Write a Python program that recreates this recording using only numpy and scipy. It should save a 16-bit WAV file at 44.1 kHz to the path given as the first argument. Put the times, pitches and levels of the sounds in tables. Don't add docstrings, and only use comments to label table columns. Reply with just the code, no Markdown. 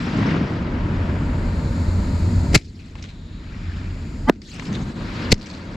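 import sys
import numpy as np
from scipy import signal
from scipy.fft import rfft, irfft
from scipy.io import wavfile
from scipy.ndimage import uniform_filter1d

SR = 44100
rng = np.random.default_rng(int(sys.argv[2]) if len(sys.argv) > 2 else 0)


def file_out(sig):
    cols = np.atleast_2d(sig).T
    lim = np.clip(cols, -1, 1)
    pcm = np.round(lim * 32767).astype(np.int16)
    wavfile.write(sys.argv[1], SR, pcm)


N = 254016
TIME = np.arange(N) / SR

# time_s, half_width_s, crack_db, crack_pitch_hz, crack_upper_edge_hz, knock_db, boom_db,
# tail_db (relative to the crack's envelope)
BANGS = [(2.5539, 0.0082, 13.5, 2230, 9600, 11, 11, -18.5),
         (4.2941, 0.0067, -24, 2220, 12000, 4.5, -8, -14),
         (5.3234, 0.0052, 10.5, 4160, 7000, -4.5, 10.5, -27)]
# near_slope_delay_s, far_slope_delay_s, roll_db, swish_db,
# smear_factor, linger_db, crackle_db, crackle_delay_s
BANG_ECHOES = [(0.24, 0.5, 5, 7, 1.68, -17.5, -30, 0.19), (0.3, 0.47, -12.5, -10, 1.1, -47, -32, 0.1),
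               (0.29, 0.44, 1, -1.5, 0.46, -14, -25.5, 0.21),
               (0.23, 0.517, -0.5, 2.5, 1.2, -49, -28.5, 0.097)]
# pitch_hz, likeness (0-1)
FAR_LIKENESS = [(70, 1), (190, 0.99), (290, 0.97), (640, 0.78), (1400, 0.16), (3000, 0.57), (6800, 0.81),
                (13000, 0)]
# pitch_hz, likeness (0-1)
BANG_LIKENESS = [(150, 0.74), (1000, 0.38), (2200, 0.69), (4500, 0.85), (9000, 0.2)]


def from_db(db):
    return 10 ** (np.asarray(db) / 20)


def in_time(rows):
    time_s, *columns = np.transpose(rows)
    return [np.interp(TIME, time_s, column) for column in columns]


def at_hz(points, hz):
    table_hz, value = np.transpose(points)
    return np.interp(np.log(hz), np.log(table_hz), value)


def noise(colour, likeness, source=None):
    # pitch_hz, left_minus_right_db
    balance = [(100, 0.05), (400, 1.5), (2300, 3), (4400, 1.5), (8000, 1.5), (14000, 10.5)]
    hz = np.maximum(np.arange(N // 2 + 1) * SR / N, 1)
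    ends = np.minimum(1, np.minimum(hz / colour[0][0], colour[-1][0] / hz)) ** 2
    alike = np.clip(at_hz(likeness, hz), 0, 1)
    sides = np.array([[1], [-1]])
    mid, side = rfft(rng.standard_normal((2, N)) if source is None else source)
    pair = np.sqrt(1 + alike) * mid + np.sqrt(1 - alike) * side * sides
    level_db = at_hz(colour, hz) + sides * at_hz(balance, hz) / 2
    out = irfft(pair * ends * from_db(level_db), N)
    return out / out.std()


def grain(per_s, depth_db):
    knots = np.linspace(0, TIME[-1], int(per_s * TIME[-1]))
    unevenness = np.interp(TIME, knots, rng.standard_normal(len(knots)))
    gain = from_db(depth_db * unevenness)
    return gain / np.sqrt(np.mean(gain ** 2))


def patter(x, per_s, depth_db, count=10):
    spectrum = rfft(x)
    edges_hz = np.geomspace(1500, 9000, count)
    band = np.digitize(np.arange(N // 2 + 1) * SR / N, edges_hz)
    return sum(grain(per_s, depth_db) * irfft(spectrum * (band == k), N) for k in range(count + 1))


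def favour(x, hz, boost_db, sharpness):
    return x + from_db(boost_db) * signal.lfilter(*signal.iirpeak(hz, sharpness, fs=SR), x)


def swell(peak_s, rise_s, fade_s):
    age = TIME - peak_s
    return np.exp(-(np.minimum(age, 0) / rise_s) ** 2 - np.maximum(age, 0) / fade_s)


def blast(shape, colour, even_hz=420):
    spectrum = rfft(shape * rng.standard_normal((2, N)))
    local_power = uniform_filter1d(abs(spectrum) ** 2, int(even_hz * N / SR))
    even = irfft(spectrum / np.sqrt(local_power), N)
    return np.sqrt(np.mean(shape ** 2)) * noise(colour, BANG_LIKENESS, even)


def rumble():
    # time_s, level_db
    loudness = [(0, -19), (2.5, -15.5), (3.2, -20.5), (4.2, -20), (5.76, -18.5)]
    # pitch_hz, level_db
    colour = [(20, -28), (29, -7.5), (37, -3), (47, -8), (62, -5), (74, -10.5), (87, 1.5), (101, -12),
              (180, -13.5), (300, -20), (500, -41), (780, -42), (2000, -72.5)]
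    return from_db(in_time(loudness)[0]) * noise(colour, FAR_LIKENESS)


def wash():
    # time_s, level_db
    loudness = [(0, -27), (2.55, -36.5), (2.62, -47), (4.25, -41), (4.5, -42), (4.95, -53), (5.25, -27),
                (5.76, -27.5)]
    # pitch_hz, level_db
    colour = [(400, 3), (600, 5), (790, -7), (930, 4.5), (1100, -5.5), (1300, -1.5), (2200, -10.5),
              (3200, -27)]
    return from_db(in_time(loudness)[0]) * noise(colour, FAR_LIKENESS)


def near_echoes():
    # pitch_hz, level_db
    grumble_colour = [(120, -15), (200, 4), (330, -5), (480, -15.5), (700, -47)]
    # pitch_hz, level_db
    crackle_colour = [(1000, -19), (1900, -1.5), (2400, -6), (3300, -2), (4400, -0.5), (6000, -8.5),
                      (7500, -9), (9000, -23.5), (14000, -36)]
    grumble_power, crackle_power = np.zeros((2, N))
    for bang_s, (*_, crackle_db, crackle_delay_s) in zip(bang_times(), BANG_ECHOES):
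        grumble = from_db(-15.5) * swell(bang_s + 0.017, rise_s=0.029, fade_s=0.14)
        crackle = from_db(crackle_db) * swell(bang_s + crackle_delay_s, rise_s=0.065, fade_s=0.28)
        grumble_power += grumble ** 2
        crackle_power += crackle ** 2
    scatter = patter(noise(crackle_colour, FAR_LIKENESS), per_s=80, depth_db=4.5)
    return (np.sqrt(grumble_power) * noise(grumble_colour, FAR_LIKENESS)
            + np.sqrt(crackle_power) * grain(per_s=550, depth_db=0.5) * scatter)


def distant_echoes():
    # rise_s, fade_s (both before smearing), roll_db, swish_db
    slopes = [(0.12, 0.2, -17.5, -29), (0.095, 0.11, -12, -31)]
    # peak_s, rise_s, roll_db, swish_db
    far_hills = [(0.27, 0.09, -21, -38), (1.05, 0.78, -20.5, -37), (3.78, 0.51, -32, -34.5),
                 (5.241, 0.21, -21.5, -24)]
    # pitch_hz, level_db
    roll_colour = [(40, -26), (100, -1.5), (220, -1), (330, -7.5), (420, -15.5), (620, -19.5), (790, -22.5),
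                   (950, -21), (1500, -23.5), (3000, -33.5), (8000, -70)]
    # pitch_hz, level_db
    swish_colour = [(150, 8.5), (500, -16.5), (1300, 3), (2300, 1.5), (3200, -5), (5000, -8), (7500, -26),
                    (9000, -47), (14000, -75)]
    roll_power, swish_power = np.zeros((2, N))
    for bang_s, echo in zip(bang_times(), BANG_ECHOES):
        near_s, far_s, own_roll_db, own_swish_db, smear, linger_db, *_ = echo
        roll_power += (from_db(linger_db) * swell(bang_s + 0.4, rise_s=0.1, fade_s=1)) ** 2
        for delay_s, (rise_s, fade_s, roll_db, swish_db) in zip((near_s, far_s), slopes):
            level = swell(bang_s + delay_s, smear * rise_s, smear * fade_s)
            roll_power += (from_db(roll_db + own_roll_db) * level) ** 2
            swish_power += (from_db(swish_db + own_swish_db) * level) ** 2
    for peak_s, rise_s, roll_db, swish_db in far_hills:
        level = swell(peak_s, rise_s, fade_s=0.64 * rise_s)
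        roll_power += (from_db(roll_db) * level) ** 2
        swish_power += (from_db(swish_db) * level) ** 2
    roll = grain(per_s=90, depth_db=2.0) * noise(roll_colour, FAR_LIKENESS)
    swish = patter(noise(swish_colour, FAR_LIKENESS), per_s=90, depth_db=2.5)
    swish = grain(per_s=160, depth_db=0.26) * swish
    return np.sqrt(roll_power) * roll + np.sqrt(swish_power) * swish


def bang_times():
    return [-0.23] + [bang[0] for bang in BANGS]


def hiss():
    # time_s, level_db
    loudness = [(0, -79), (.9, -52.5), (1.8, -44.5), (2.5, -44.5), (3.3, -53.5), (4.3, -48), (5.25, -43.5),
                (5.6, -67)]
    # pitch_hz, level_db
    colour = [(1000, -22), (2300, -0.5), (3100, -8.5), (4100, -3.5), (5000, -4.5), (5900, -11.5),
              (6700, -5.5), (7600, -5), (8200, -16), (9200, -16), (10500, -23.5), (13000, -25),
              (15500, -34)]
    # time_s, centre_hz, level_db
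    low_band = [(.9, 4420, -69), (1.5, 4250, -47), (2.5, 4396, -50.5), (3.1, 3870, -44), (3.4, 3880, -45),
                (3.7, 4443, -57), (4.2, 4750, -53), (4.9, 4017, -40), (5.5, 4427, -38.5), (5.76, 4413, -53)]
    # time_s, centre_hz, level_db
    high_band = [(.9, 7140, -63), (1.6, 7040, -57), (2.5, 7070, -58), (3.1, 7020, -58), (4.1, 7110, -56.5),
                 (4.9, 7010, -61)]
    broad = from_db(in_time(loudness)[0]) * noise(colour, FAR_LIKENESS)
    return broad + hiss_band(low_band, width_hz=810) + hiss_band(high_band, width_hz=490)


def hiss_band(curve, width_hz):
    hz, level_db = in_time(curve)
    centre = hz.mean()
    colour = [(centre - 2 * width_hz, -30), (centre - width_hz / 2, -3), (centre, 0),
              (centre + width_hz / 2, -3), (centre + 2 * width_hz, -30)]
    band = noise(colour, FAR_LIKENESS)
    shift = np.exp(2j * np.pi * np.cumsum(hz - centre) / SR)
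    return from_db(level_db) * np.real(signal.hilbert(band) * shift)


def slaps(rise_s=0.0009):
    # start_s, level_db (before the boost), fade_s, pitch_hz, boost_db
    slap_echoes = [(0.187, -24, 0.0046, 1400, 24), (0.227, -28, 0.0063, 1290, 28.5),
                   (0.290, -29, 0.004, 1910, 22), (0.308, -30, 0.011, 1500, 28),
                   (2.575, 5, 0.0022, 5340, 9), (2.612, -20.5, 0.01, 5300, 6),
                   (2.645, -34, 0.014, 5000, 20), (2.791, -36, 0.05, 2500, 7), (2.900, -36, 0.006, 5240, 8),
                   (2.954, -26.5, .005, 890, 26.5), (2.978, -30.5, 0.023, 2000, -5),
                   (3.024, -20.5, 0.0061, 5800, 8.5), (3.038, -28, 0.027, 3420, 4),
                   (3.086, -35, 0.028, 3820, 12), (4.323, -28, 0.026, 4700, -1),
                   (4.358, -32, 0.0036, 2480, 2), (4.417, -23, 0.0087, 4730, 12),
                   (4.530, -35, 0.048, 2750, 15), (4.543, -29, 0.012, 4440, 13),
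                   (4.596, -11.5, 0.0034, 2150, 2), (4.622, -29, 0.0084, 990, 30),
                   (4.651, -24, 0.025, 5000, 3), (4.725, -21.5, 0.016, 6560, 8),
                   (4.740, -27, 0.019, 3630, 14.5), (4.895, -34, 0.016, 3900, 4),
                   (5.340, -5.5, 0.0033, 5600, 12), (5.378, -31, 0.008, 6000, 14),
                   (5.397, -29, 0.015, 5000, 10), (5.411, -27, 0.017, 4460, 19.5),
                   (5.458, -20, 0.02, 6000, 4), (5.495, -27, 0.028, 4500, 12),
                   (5.537, -32, 0.027, 4330, 15.5), (5.578, -29, 0.005, 3870, 12)]
    # pitch_hz, level_db
    colour = [(900, -11), (1500, -3.5), (2400, 3), (3300, -4), (4500, -6), (6000, -9), (7600, -13),
              (9000, -29), (14000, -52)]
    scatter = grain(per_s=340, depth_db=3.5) * noise(colour, FAR_LIKENESS)
    out = np.zeros((2, N))
    for start_s, level_db, fade_s, hz, boost_db in slap_echoes:
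        age = np.maximum(TIME - start_s, 0)
        level = from_db(level_db) * (1 - np.exp(-age / rise_s)) * np.exp(-age / fade_s)
        out += level * favour(scatter, hz, boost_db, sharpness=6.7)
    return out


def shocks(swing_damping=0.52):
    # start_s, peak_db (before filtering), length_s, edge_hz (low-pass), swing_hz (high-pass)
    shock_waves = [(2.5417, 17.5, 0.01, 506, 52), (2.5488, 14.5, 0.0083, 600, 54),
                   (2.559, 24, 0.0047, 420, 107), (4.2966, 26.5, 0.001107, 3500, 406),
                   (4.2983, 21, 0.0023, 1110, 199.1), (4.741, -3.5, 0.0045, 570, 140.4),
                   (5.318, 12.5, 0.014, 517, 23.8), (5.3232, 16.5, 0.0019, 700, 388.9),
                   (5.3257, 14.5, 0.0014, 900, 430), (5.327, 21, 0.004, 520, 86.4)]
    out = np.zeros(N)
    for start_s, peak_db, length_s, edge_hz, swing_hz in shock_waves:
        phase = (TIME - start_s) / length_s
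        wave = (1 - 2 * phase) * ((phase >= 0) & (phase < 1))
        rounding = signal.butter(2, edge_hz, fs=SR, output="sos")
        wave = signal.sosfilt(rounding, wave + 1e-18)
        w = 2 * np.pi * swing_hz
        swing_back = signal.bilinear([1, 0, 0], [1, swing_damping * w, w * w], SR)
        out += from_db(peak_db) * signal.lfilter(*swing_back, wave)
    return out


def cracks(tail_s=0.016, skirt_db=-19, skirt_s=0.0038):
    # pitch_hz, level_db
    crack_colour = [(500, -13), (900, -25.5), (1250, -16.5), (2100, 4), (2700, -1.5), (3300, -8.5),
                    (4400, 2), (6000, -4.5), (7600, -2.5), (8600, -13), (10000, -14), (15000, -26)]
    # pitch_hz, level_db
    knock_colour = [(170, 2.5), (260, 9.5), (480, -4), (750, -2.5), (900, -7.5), (1100, -8.5), (1500, -3.5),
                    (2000, -12.5), (2700, -24.5), (4500, -26), (8000, -41.5)]
    # pitch_hz, level_db
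    boom_colour = [(40, 15.5), (70, -12), (140, -11), (250, 4.5), (480, -12), (800, -36)]
    boom = noise(boom_colour, BANG_LIKENESS)
    out = np.zeros((2, N))
    for time_s, width_s, crack_db, hz, edge_hz, knock_db, boom_db, tail_db in BANGS:
        age = TIME - time_s
        outside = np.maximum(abs(age) - width_s, 0)
        shape = np.exp(-(age / width_s) ** 6) + from_db(skirt_db) * np.exp(-outside / skirt_s)
        shape += from_db(tail_db) * np.exp(-outside / tail_s) * (age > 0)
        crack = favour(blast(shape, crack_colour), hz, boost_db=-4.0, sharpness=2.3)
        upper_edge = signal.butter(2, min(edge_hz, SR / 2 - 1), fs=SR, output="sos")
        out += from_db(crack_db) * signal.sosfilt(upper_edge, crack)
        out += from_db(knock_db) * blast(shape, knock_colour)
        out += from_db(boom_db) * shape * boom
    return out


def snaps():
    # time_s, level_db, half_width_s
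    instants = [(2.5519, 16, 0.0017), (4.2968, 7.5, 0.0002), (4.2997, -6, 0.0003), (5.3249, 13, 0.00082)]
    # pitch_hz, level_db
    colour = [(2000, -2), (4600, 7), (6500, -7.5), (9000, -9), (15000, -17.5)]
    shape = sum(from_db(level_db) * np.exp(-((TIME - time_s) / width_s) ** 2)
                for time_s, level_db, width_s in instants)
    return blast(shape, colour)


def hollow_tone():
    # end_s, level_db, swell_s, relative_pitch_rise_per_s
    tone = (4.2965, 11.2, 0.0052, 3.3)
    # final_pitch_hz, relative_level_db
    modes = [(240, 0), (920, 0), (1240, -5), (1640, -13), (2090, -11), (3250, -20)]
    end_s, tone_db, swell_s, rise_per_s = tone
    ahead = np.maximum(end_s - TIME, 0)
    bent_time = (1 - rise_per_s * ahead / 2) * ahead
    mix = sum(from_db(level_db) * np.sin(2 * np.pi * hz * bent_time) for hz, level_db in modes)
    return from_db(tone_db) * np.exp(-ahead / swell_s) * mix


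def lull():
    # time_s, depth_db, half_width_s
    dip = (4.942, -5.5, 0.016)
    time_s, depth_db, width_s = dip
    return from_db(depth_db * np.exp(-((TIME - time_s) / width_s) ** 2))


def scene():
    background = rumble() + wash()
    dipping = lull() * (near_echoes() + distant_echoes() + hiss())
    bangs = shocks() + cracks() + snaps() + hollow_tone()
    return background + dipping + slaps() + bangs


def record(dry):
    target_db, start_gain, recovery_per_s = -8, 0.21, 0.26
    detector_s, ceiling, cutoff_hz = 0.015, 0.94, 16000
    power = uniform_filter1d(np.mean(dry ** 2, axis=0), int(detector_s * SR))
    allowed = from_db(target_db) / np.sqrt(np.maximum(power, 1e-12))
    climb = recovery_per_s * TIME
    gain = climb + np.minimum(np.minimum.accumulate(allowed - climb), start_gain)
    fade = np.clip(np.minimum(TIME, TIME[-1] - TIME) / 0.003, 0, 1)
    clipped = fade * np.clip(dry * gain, -ceiling, ceiling)
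    top_cut = signal.cheby2(18, 70, cutoff_hz, fs=SR, output="sos")
    return signal.sosfilt(top_cut, clipped)


dry = scene()
out = record(dry)
file_out(out)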